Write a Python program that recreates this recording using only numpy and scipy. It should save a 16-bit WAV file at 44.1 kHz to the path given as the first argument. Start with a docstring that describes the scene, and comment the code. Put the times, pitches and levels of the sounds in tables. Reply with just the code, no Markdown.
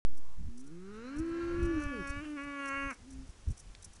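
"""A microphone switches on with a pop in a mountain pasture; wind bumps it and grasshoppers rasp nearby,
leg against wing. A cow's low moan climbs to a hooting falsetto, and a second cow joins with a held, brassy
note, both voiced by vocal folds sounding through nose and mouth. The first sinks away; the second cracks,
opens its mouth wide, breaks off and adds a soft hum, blurred by the hillside. Last come a sharp gust
and a few tiny handling ticks."""
import sys
import numpy as np
from scipy import signal
from scipy.fft import rfft, irfft
from scipy.io import wavfile
from scipy.ndimage import uniform_filter1d

SR = 44100
rng = np.random.default_rng(int(sys.argv[2]) if len(sys.argv) > 2 else 0)


def materialize(psi):
    """Save the field psi as 16-bit PCM at rate SR to the path in sys.argv[1].

    A 1-D psi becomes a single channel; in a 2-D psi each row is a channel.
    """
    bounded = np.clip(np.atleast_2d(psi).T, -1, 1)
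    quanta = np.round(bounded * 32767).astype(np.int16)
    wavfile.write(sys.argv[1], SR, quanta)


N = 176400
T = np.arange(N) / SR

# The second cow's nasal tone, in bellow and hum. Each row: frequency in Hz, gain in dB.
SECOND_COW_NOSE = [(200,1),(290,1.5),(570,-24),(850,-20)]


def from_db(db):
    """Decibels to gain."""
    return 10 ** (np.asarray(db) / 20)


def rms_one(x):
    """Scale to unit rms."""
    return x / np.sqrt(np.mean(x ** 2) + 1e-20)


def in_time(rows):
    """One automation curve for each column after the time."""
    times, *columns = np.transpose(rows)
    return [np.interp(T, times, column) for column in columns]


def swell(peak_s, half_s):
    """A bell-shaped envelope, down to 1/e at half_s either side of its peak."""
    return np.exp(-((T - peak_s) / half_s) ** 2)


def at_hz(points, hz):
    """Gain of an EQ curve at the given frequencies."""
    freqs, db = np.transpose(points)
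    return from_db(np.interp(np.log(hz + 1), np.log(freqs), db))


def colour(x, points):
    """Shape a signal with an EQ curve."""
    return irfft(rfft(x) * at_hz(points, np.arange(N // 2 + 1) * SR / N), N)


def noise(points):
    """Coloured noise of unit rms."""
    return rms_one(colour(rng.standard_normal(N), points))


def drift(rate_hz):
    """Smooth random modulation of unit rms."""
    pole = np.exp(-2 * np.pi * rate_hz / SR)
    return rms_one(signal.lfilter([1], [1, -2 * pole, pole * pole], rng.standard_normal(N + SR))[SR:])


def air():
    """A bed of far hiss, with a faint low drone and a soft rush before the calls."""
    # The hiss's fader. Each row: time in seconds, level in dB.
    hiss_level = [(0,-66),(1.0,-66),(2.2,-62),(4,-62)]
    # Three noise colours. Each row: frequency in Hz, relative level in dB.
    hiss_eq = [(180, -4), (300, 0), (520, -4), (1100, -6), (4300, -12), (5790, -9.5), (10500, -16)]
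    drone_eq = [(170,-13.5),(290,1),(420,-13),(800,-38)]
    rush_eq = [(200,-11.5),(600,-13),(1100,-4),(1600,-34)]
    hiss_db, = in_time(hiss_level)
    drone = from_db(-59.5) * swell(peak_s=0.1, half_s=0.12) * noise(drone_eq)
    rush = from_db(-66) * swell(peak_s=0.28, half_s=0.11) * noise(rush_eq)
    return from_db(hiss_db) * noise(hiss_eq) + drone + rush


def wind():
    """Low buffeting on the microphone: a light breeze with short gusts."""
    # The breeze's fader. Each row: time in seconds, level in dB.
    breeze = [(0,-66),(.8,-62),(1.5,-46.5),(2.1,-49.5),(2.35,-65.5),(3.1,-54),(4,-58.5)]
    # Bumps of wind. Each row: peak time in seconds, level in dB, half-length in seconds.
    gusts = [(0.4,-37,0.022),(0.464,-39,0.042),(1.2,-36,0.024),(1.32,-46,0.0059),(1.533,-43,0.046),(1.64,-31.5,0.037),(1.749,-45,0.043),(2.107,-34,0.0056),(2.172,-39.5,0.025),(2.859,-41,0.023),(3.19,-46,0.061),(3.297,-41,0.0072),(3.495,-26,0.02),(3.695,-50.5,0.032),(3.899,-57,0.015)]
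    # The rumble's colour. Each row: frequency in Hz, relative level in dB.
    rumble_eq = [(15,-1),(35,4.5),(90,-3.5),(130,-12.5),(200,-15.5),(600,-52),(1500,-74)]
    breeze_db, = in_time(breeze)
    force = from_db(breeze_db + 5.1 * drift(8.2))
    force += sum(from_db(db) * swell(s, half) for s, db, half in gusts)
    eddies = noise(rumble_eq)
    eddy_level = np.sqrt(uniform_filter1d(eddies ** 2, size=2200) + 0.17)
    return force * eddies / eddy_level  # evened out, so the force shapes the bumps


def handling_ticks():
    """Tiny dry ticks of the microphone's casing."""
    # Each row: start in seconds, level in dB.
    ticks = [(3.75,-44),(3.831,-56),(3.967,-54.5)]
    # The casing's colour. Each row: frequency in Hz, relative level in dB.
    casing_eq = [(700,-25),(2200,5),(3000,-11),(3900,8),(6000,-5),(10000,-18)]
    decay_s = 0.002
    envelope = sum(from_db(db) * (T > s) * np.exp(-np.abs(T - s) / decay_s) for s, db in ticks)
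    return envelope * noise(casing_eq)


def grasshoppers():
    """Each chirp is an uneven up-stroke and down-stroke of a leg dragging its teeth over the wing."""
    # Each row: start in seconds, level in dB.
    chirps = [(0.146,-68.5),(0.574,-59),(0.641,-61.5),(.935,-69.5),(1.163,-58),(1.255,-65),(1.626,-58),(1.801,-57.5),(2.071,-50.5),(2.41,-60),(2.652,-52),(2.905,-52),(3.104,-56),(3.271,-63),(3.482,-59.5),(3.57,-51.5),(3.822,-54.5),(3.93,-60)]
    # The wing's colour. Each row: frequency in Hz, relative level in dB.
    wing_eq = [(3000,-25),(4800,-11.5),(5750,5.5),(6700,-3.5),(8000,-1),(10200,-2.5)]
    up_s, down_at_s, down_s, teeth_per_s = 0.012, 0.02, 0.021, 1100
    strokes = np.zeros(N)
    for start, db in chirps:
        up = (T > start) & (T < start + up_s)
        down = (T > start + down_at_s) & (T < start + down_at_s + down_s)
        strokes += from_db(db) * (up | down)
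    tooth_rate = teeth_per_s * np.exp(0.21 * drift(300))
    teeth_passed = np.floor(np.cumsum(tooth_rate) / SR)
    clicks = np.diff(teeth_passed, prepend=0) * from_db(2.3 * rng.standard_normal(N))
    envelope = uniform_filter1d(strokes, size=280) * from_db(3.1 * drift(47))
    return envelope * rms_one(colour(clicks, wing_eq))


def hillside(x, wet_db=-18.5, t60_s=0.22):
    """The slopes return a faint, short scatter."""
    tail = rng.standard_normal(N) * from_db(-60 * T / t60_s) * (T > .01)
    return from_db(wet_db) * signal.fftconvolve(x, tail / np.linalg.norm(tail))[:N]


def voice(span, pitch, paths, jitter, shimmer_db, subharmonic_db, rasp_db=0, shift=np.ones(N)):
    """Vocal-fold harmonics and pulsed breath. Paths are (gain in dB, EQ): the nose, then the mouth's."""
    nose_fall_db = -15.5  # per harmonic above the second
    flutter_db, flutter_full_at = 5, 13  # overtones waver on their own, fully from this harmonic up
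    pitch = pitch * (1 + jitter * drift(48.0))
    phase = 2 * np.pi * np.cumsum(pitch) / SR
    on = (T > span[0][0]) & (T < span[-1][0])  # from the span's first row to its last
    (nose_gain, nose_eq), *mouths = [(from_db(db)[on], eq) for db, eq in paths]
    flutter_times = np.linspace(0, T[-1], num=60)
    tone = np.zeros(N)
    for k, start_phase in enumerate(rng.uniform(0, 2 * np.pi, size=36), 1):
        hz = k * pitch[on]
        nose = nose_gain * at_hz(nose_eq, hz) * from_db(nose_fall_db * max(k - 2, 0))
        mouth = sum(gain * at_hz(eq, hz / shift[on]) for gain, eq in mouths)
        depth_db = flutter_db * min(k / flutter_full_at, 1) ** 2
        flutter = from_db(depth_db * np.interp(T[on], flutter_times, rng.standard_normal(size=60)))
        tone[on] += np.sqrt(2) * (nose + mouth) * flutter * np.sin(k * phase[on] + start_phase)
    tone *= from_db(shimmer_db * drift(26))
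    tone *= 1 + from_db(subharmonic_db) * drift(10.3) * np.cos(phase / 2)  # growl between the harmonics
    breath = sum(from_db(db + rasp_db) * noise(eq) for db, eq in paths[1:])
    return tone + on * breath * (1 + np.cos(phase))


def hum():
    """The second cow's short hum with the mouth shut, blurred by extra scatter from the hillside."""
    # Each row: time in seconds, pitch in Hz, nose gain in dB.
    contour = [(3.0,225.4,-65),(3.08,264.6,-57),(3.21,272,-56),(3.265,238,-71)]
    pitch, nose_db = in_time(contour)
    direct = voice(contour, pitch, [(nose_db, SECOND_COW_NOSE)],
                   jitter=0.034, shimmer_db=2.0, subharmonic_db=-11.0)
    return direct + from_db(7.5) * hillside(direct)


def held_bellow():
    """The second cow's brassy note slides in, cracks into a squeezed falsetto, catches and opens wide."""
    # The melody. Each row: time in seconds, pitch in Hz.
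    melody = [(1.07, 217), (1.15, 232.6), (1.225, 266.1), (1.512, 271.3), (1.584, 282.6), (1.83, 290.7),
              (2.078, 278.3), (2.2, 287.6), (2.224, 306), (2.246, 317.6), (2.262, 301.5), (2.356, 294.6),
              (2.385, 277.5), (2.454, 286.3), (2.718, 274), (2.77, 277), (2.882, 277), (2.902, 271.3),
              (2.935, 219)]
    # The push behind it. Each row: time in seconds, nose gain in dB, mouth gain in dB.
    effort = [(1.03,-75,-77),(1.14,-57,-56),(1.24,-56,-59.5),(1.45,-58,-53.5),(1.8,-45.5,-47),(2.07,-49,-44.5),(2.2,-45.5,-48.5),(2.228,-40.5,-58),(2.35,-39.5,-60.5),(2.385,-45,-46.5),(2.46,-43.5,-50.5),(2.72,-47,-42),(2.87,-43.5,-45.5),(2.912,-50,-43.5),(2.935,-56,-63.5),(2.95,-77,-110)]
    # Hoarseness. Each row: time in seconds, breath against the overtones in dB.
    hoarseness = [(1.3,-10),(2.2,-23),(2.245,4),(2.275,-2),(2.355,-10),(2.39,-17),(2.89,-30),(2.93,7)]
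    # Breaks in the voice. Each row: peak time in seconds, half-length in seconds, strength from 0 to 1.
    cracks = [(2.25,0.015,0.99),(2.456,0.024,0.36),(2.742,0.039,0.31)]
    # Two mouth shapes and the ring of the tight throat. Each row: frequency in Hz, gain in dB.
    half_open_eq = [(280,-33),(560,-10.5),(850,-20.5),(1130,-4),(1420,-7),(1700,-2),(1980,-21),(2280,-10.5),(2560,-12),(2850,-18.5),(3100,-23),(3400,-34),(3700,-29.5),(4200,-43),(4550,-27),(4870,-46),(5150,-27),(5800,-28),(7000,-50),(10500,-38)]
    wide_open_eq = [(280,-53),(560,-7),(840,-18.5),(1110,-0.5),(1400,-3.5),(1680,-3),(1950,-8),(2230,-2.5),(2520,-11.5),(2800,-9),(3080,-25),(3800,-36.5),(4450,-32.5),(5000,-50),(6300,-27.5),(7000,-40.5),(10500,-38)]
    throat_eq = [(2150,-42),(2700,0),(3300,-17),(3800,-26)]
    squeeze_s, squeeze_half_s = 2.275, 0.082
    opens_from_s, opens_to_s = 1.93, 2.6
    pitch, = in_time(melody)
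    nose_db, mouth_db = in_time(effort)
    rasp_db, = in_time(hoarseness)
    crack = sum(strength * swell(s, half) for s, half, strength in cracks)
    squeeze_db = -64 - 10 * ((T - squeeze_s) / squeeze_half_s) ** 2
    opening = np.clip((T - opens_from_s) / (opens_to_s - opens_from_s), 1e-4, 1 - 1e-4)
    paths = [(nose_db - 8 * crack ** 2, SECOND_COW_NOSE),
             (mouth_db + 20 * np.log10(1 - opening), half_open_eq),
             (mouth_db + 20 * np.log10(opening), wide_open_eq),
             (squeeze_db, throat_eq)]
    formant_shift = (pitch / 270.4) ** 0.17  # the mouth's resonances rise with pitch
    return voice(effort, pitch, paths, jitter=0.0014 + 0.043 * crack ** 2, shimmer_db=0.5,
                 subharmonic_db=-51 + 38.5 * np.sqrt(crack), rasp_db=rasp_db, shift=formant_shift)


def rising_bellow():
    """The first cow's moan climbs into a nearly pure hoot with hoarse overtones, then sinks back."""
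    # The melody. Each row: time in seconds, pitch in Hz.
    melody = [(.45,112.7),(.57,122.6),(.69,144.8),(.72,163.6),(.9,202.1),(1.01,228.2),(1.1,270),(1.17,294.8),(1.21,324.7),(1.39,340.6),(1.59,343.7),(1.71,336),(1.79,300.6),(1.9,280.4),(1.95,244),(2.04,149)]
    # The push behind it. Each row: time in seconds, nose gain in dB, mouth gain in dB.
    effort = [(.42,-99,-92),(.48,-51.5,-94),(.68,-51,-80),(.8,-52.5,-73),(.95,-50.5,-60.5),(1.075,-48,-57),(1.2,-34,-62.5),(1.42,-38,-54),(1.58,-37,-57),(1.72,-31,-64.5),(1.82,-35,-56.5),(1.97,-44.5,-84),(2.01,-44,-85),(2.05,-65,-87)]
    # Hoarseness. Each row: time in seconds, breath against the overtones in dB, subharmonic depth in dB.
    hoarseness = [(.5,2,-17),(1.02,-3.5,-18),(1.15,-3,-30),(1.4,-2,-20.5),(1.65,0,-17.5),(2.0,-1,-29)]
    # Resonances of nose and mouth. Each row: frequency in Hz, gain in dB.
    nose_eq = [(115,-28),(165,0),(250,-1.5),(370,-0.5),(510,-3.5),(545,-19),(660,-36.5)]
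    mouth_eq = [(300,-3),(650,-25),(880,-13),(1030,-9.5),(1230,-8.5),(1380,3),(1560,-1.5),(1750,-8.5),(2150,-13.5),(2450,-13.5),(3000,-14.5),(3500,-33),(4250,-15),(4900,-29),(6200,-25.5),(10500,-47)]
    pitch, = in_time(melody)
    nose_db, mouth_db = in_time(effort)
    rasp_db, subharmonic_db = in_time(hoarseness)
    paths = [(nose_db, nose_eq), (mouth_db, mouth_eq)]
    formant_shift = (pitch / 350) ** 0.14  # the mouth's resonances rise with pitch
    return voice(effort, pitch, paths, jitter=0.00623, shimmer_db=0.4,
                 subharmonic_db=subharmonic_db, rasp_db=rasp_db, shift=formant_shift)


def scene():
    """The mono mix: cattle and their scatter over wind, insects, ticks and far hiss."""
    cattle = rising_bellow() + held_bellow() + hum()
    return np.array([cattle + hillside(cattle) + wind() + grasshoppers() + handling_ticks() + air()])


def record(dry):
    """The microphone switches on with a pop, a step that settles; a steep low-pass cuts the top."""
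    switch_on_s, settle_s, cutoff_hz = 0.05, 0.23, 10750
    pop = from_db(-18.5) * np.exp(-np.abs(T - switch_on_s) / settle_s)
    live = (T >= switch_on_s) * (dry + pop)
    return signal.sosfilt(signal.ellip(10, .3, 70, cutoff_hz, fs=SR, output="sos"), live)


dry = scene()
out = record(dry)
materialize(out)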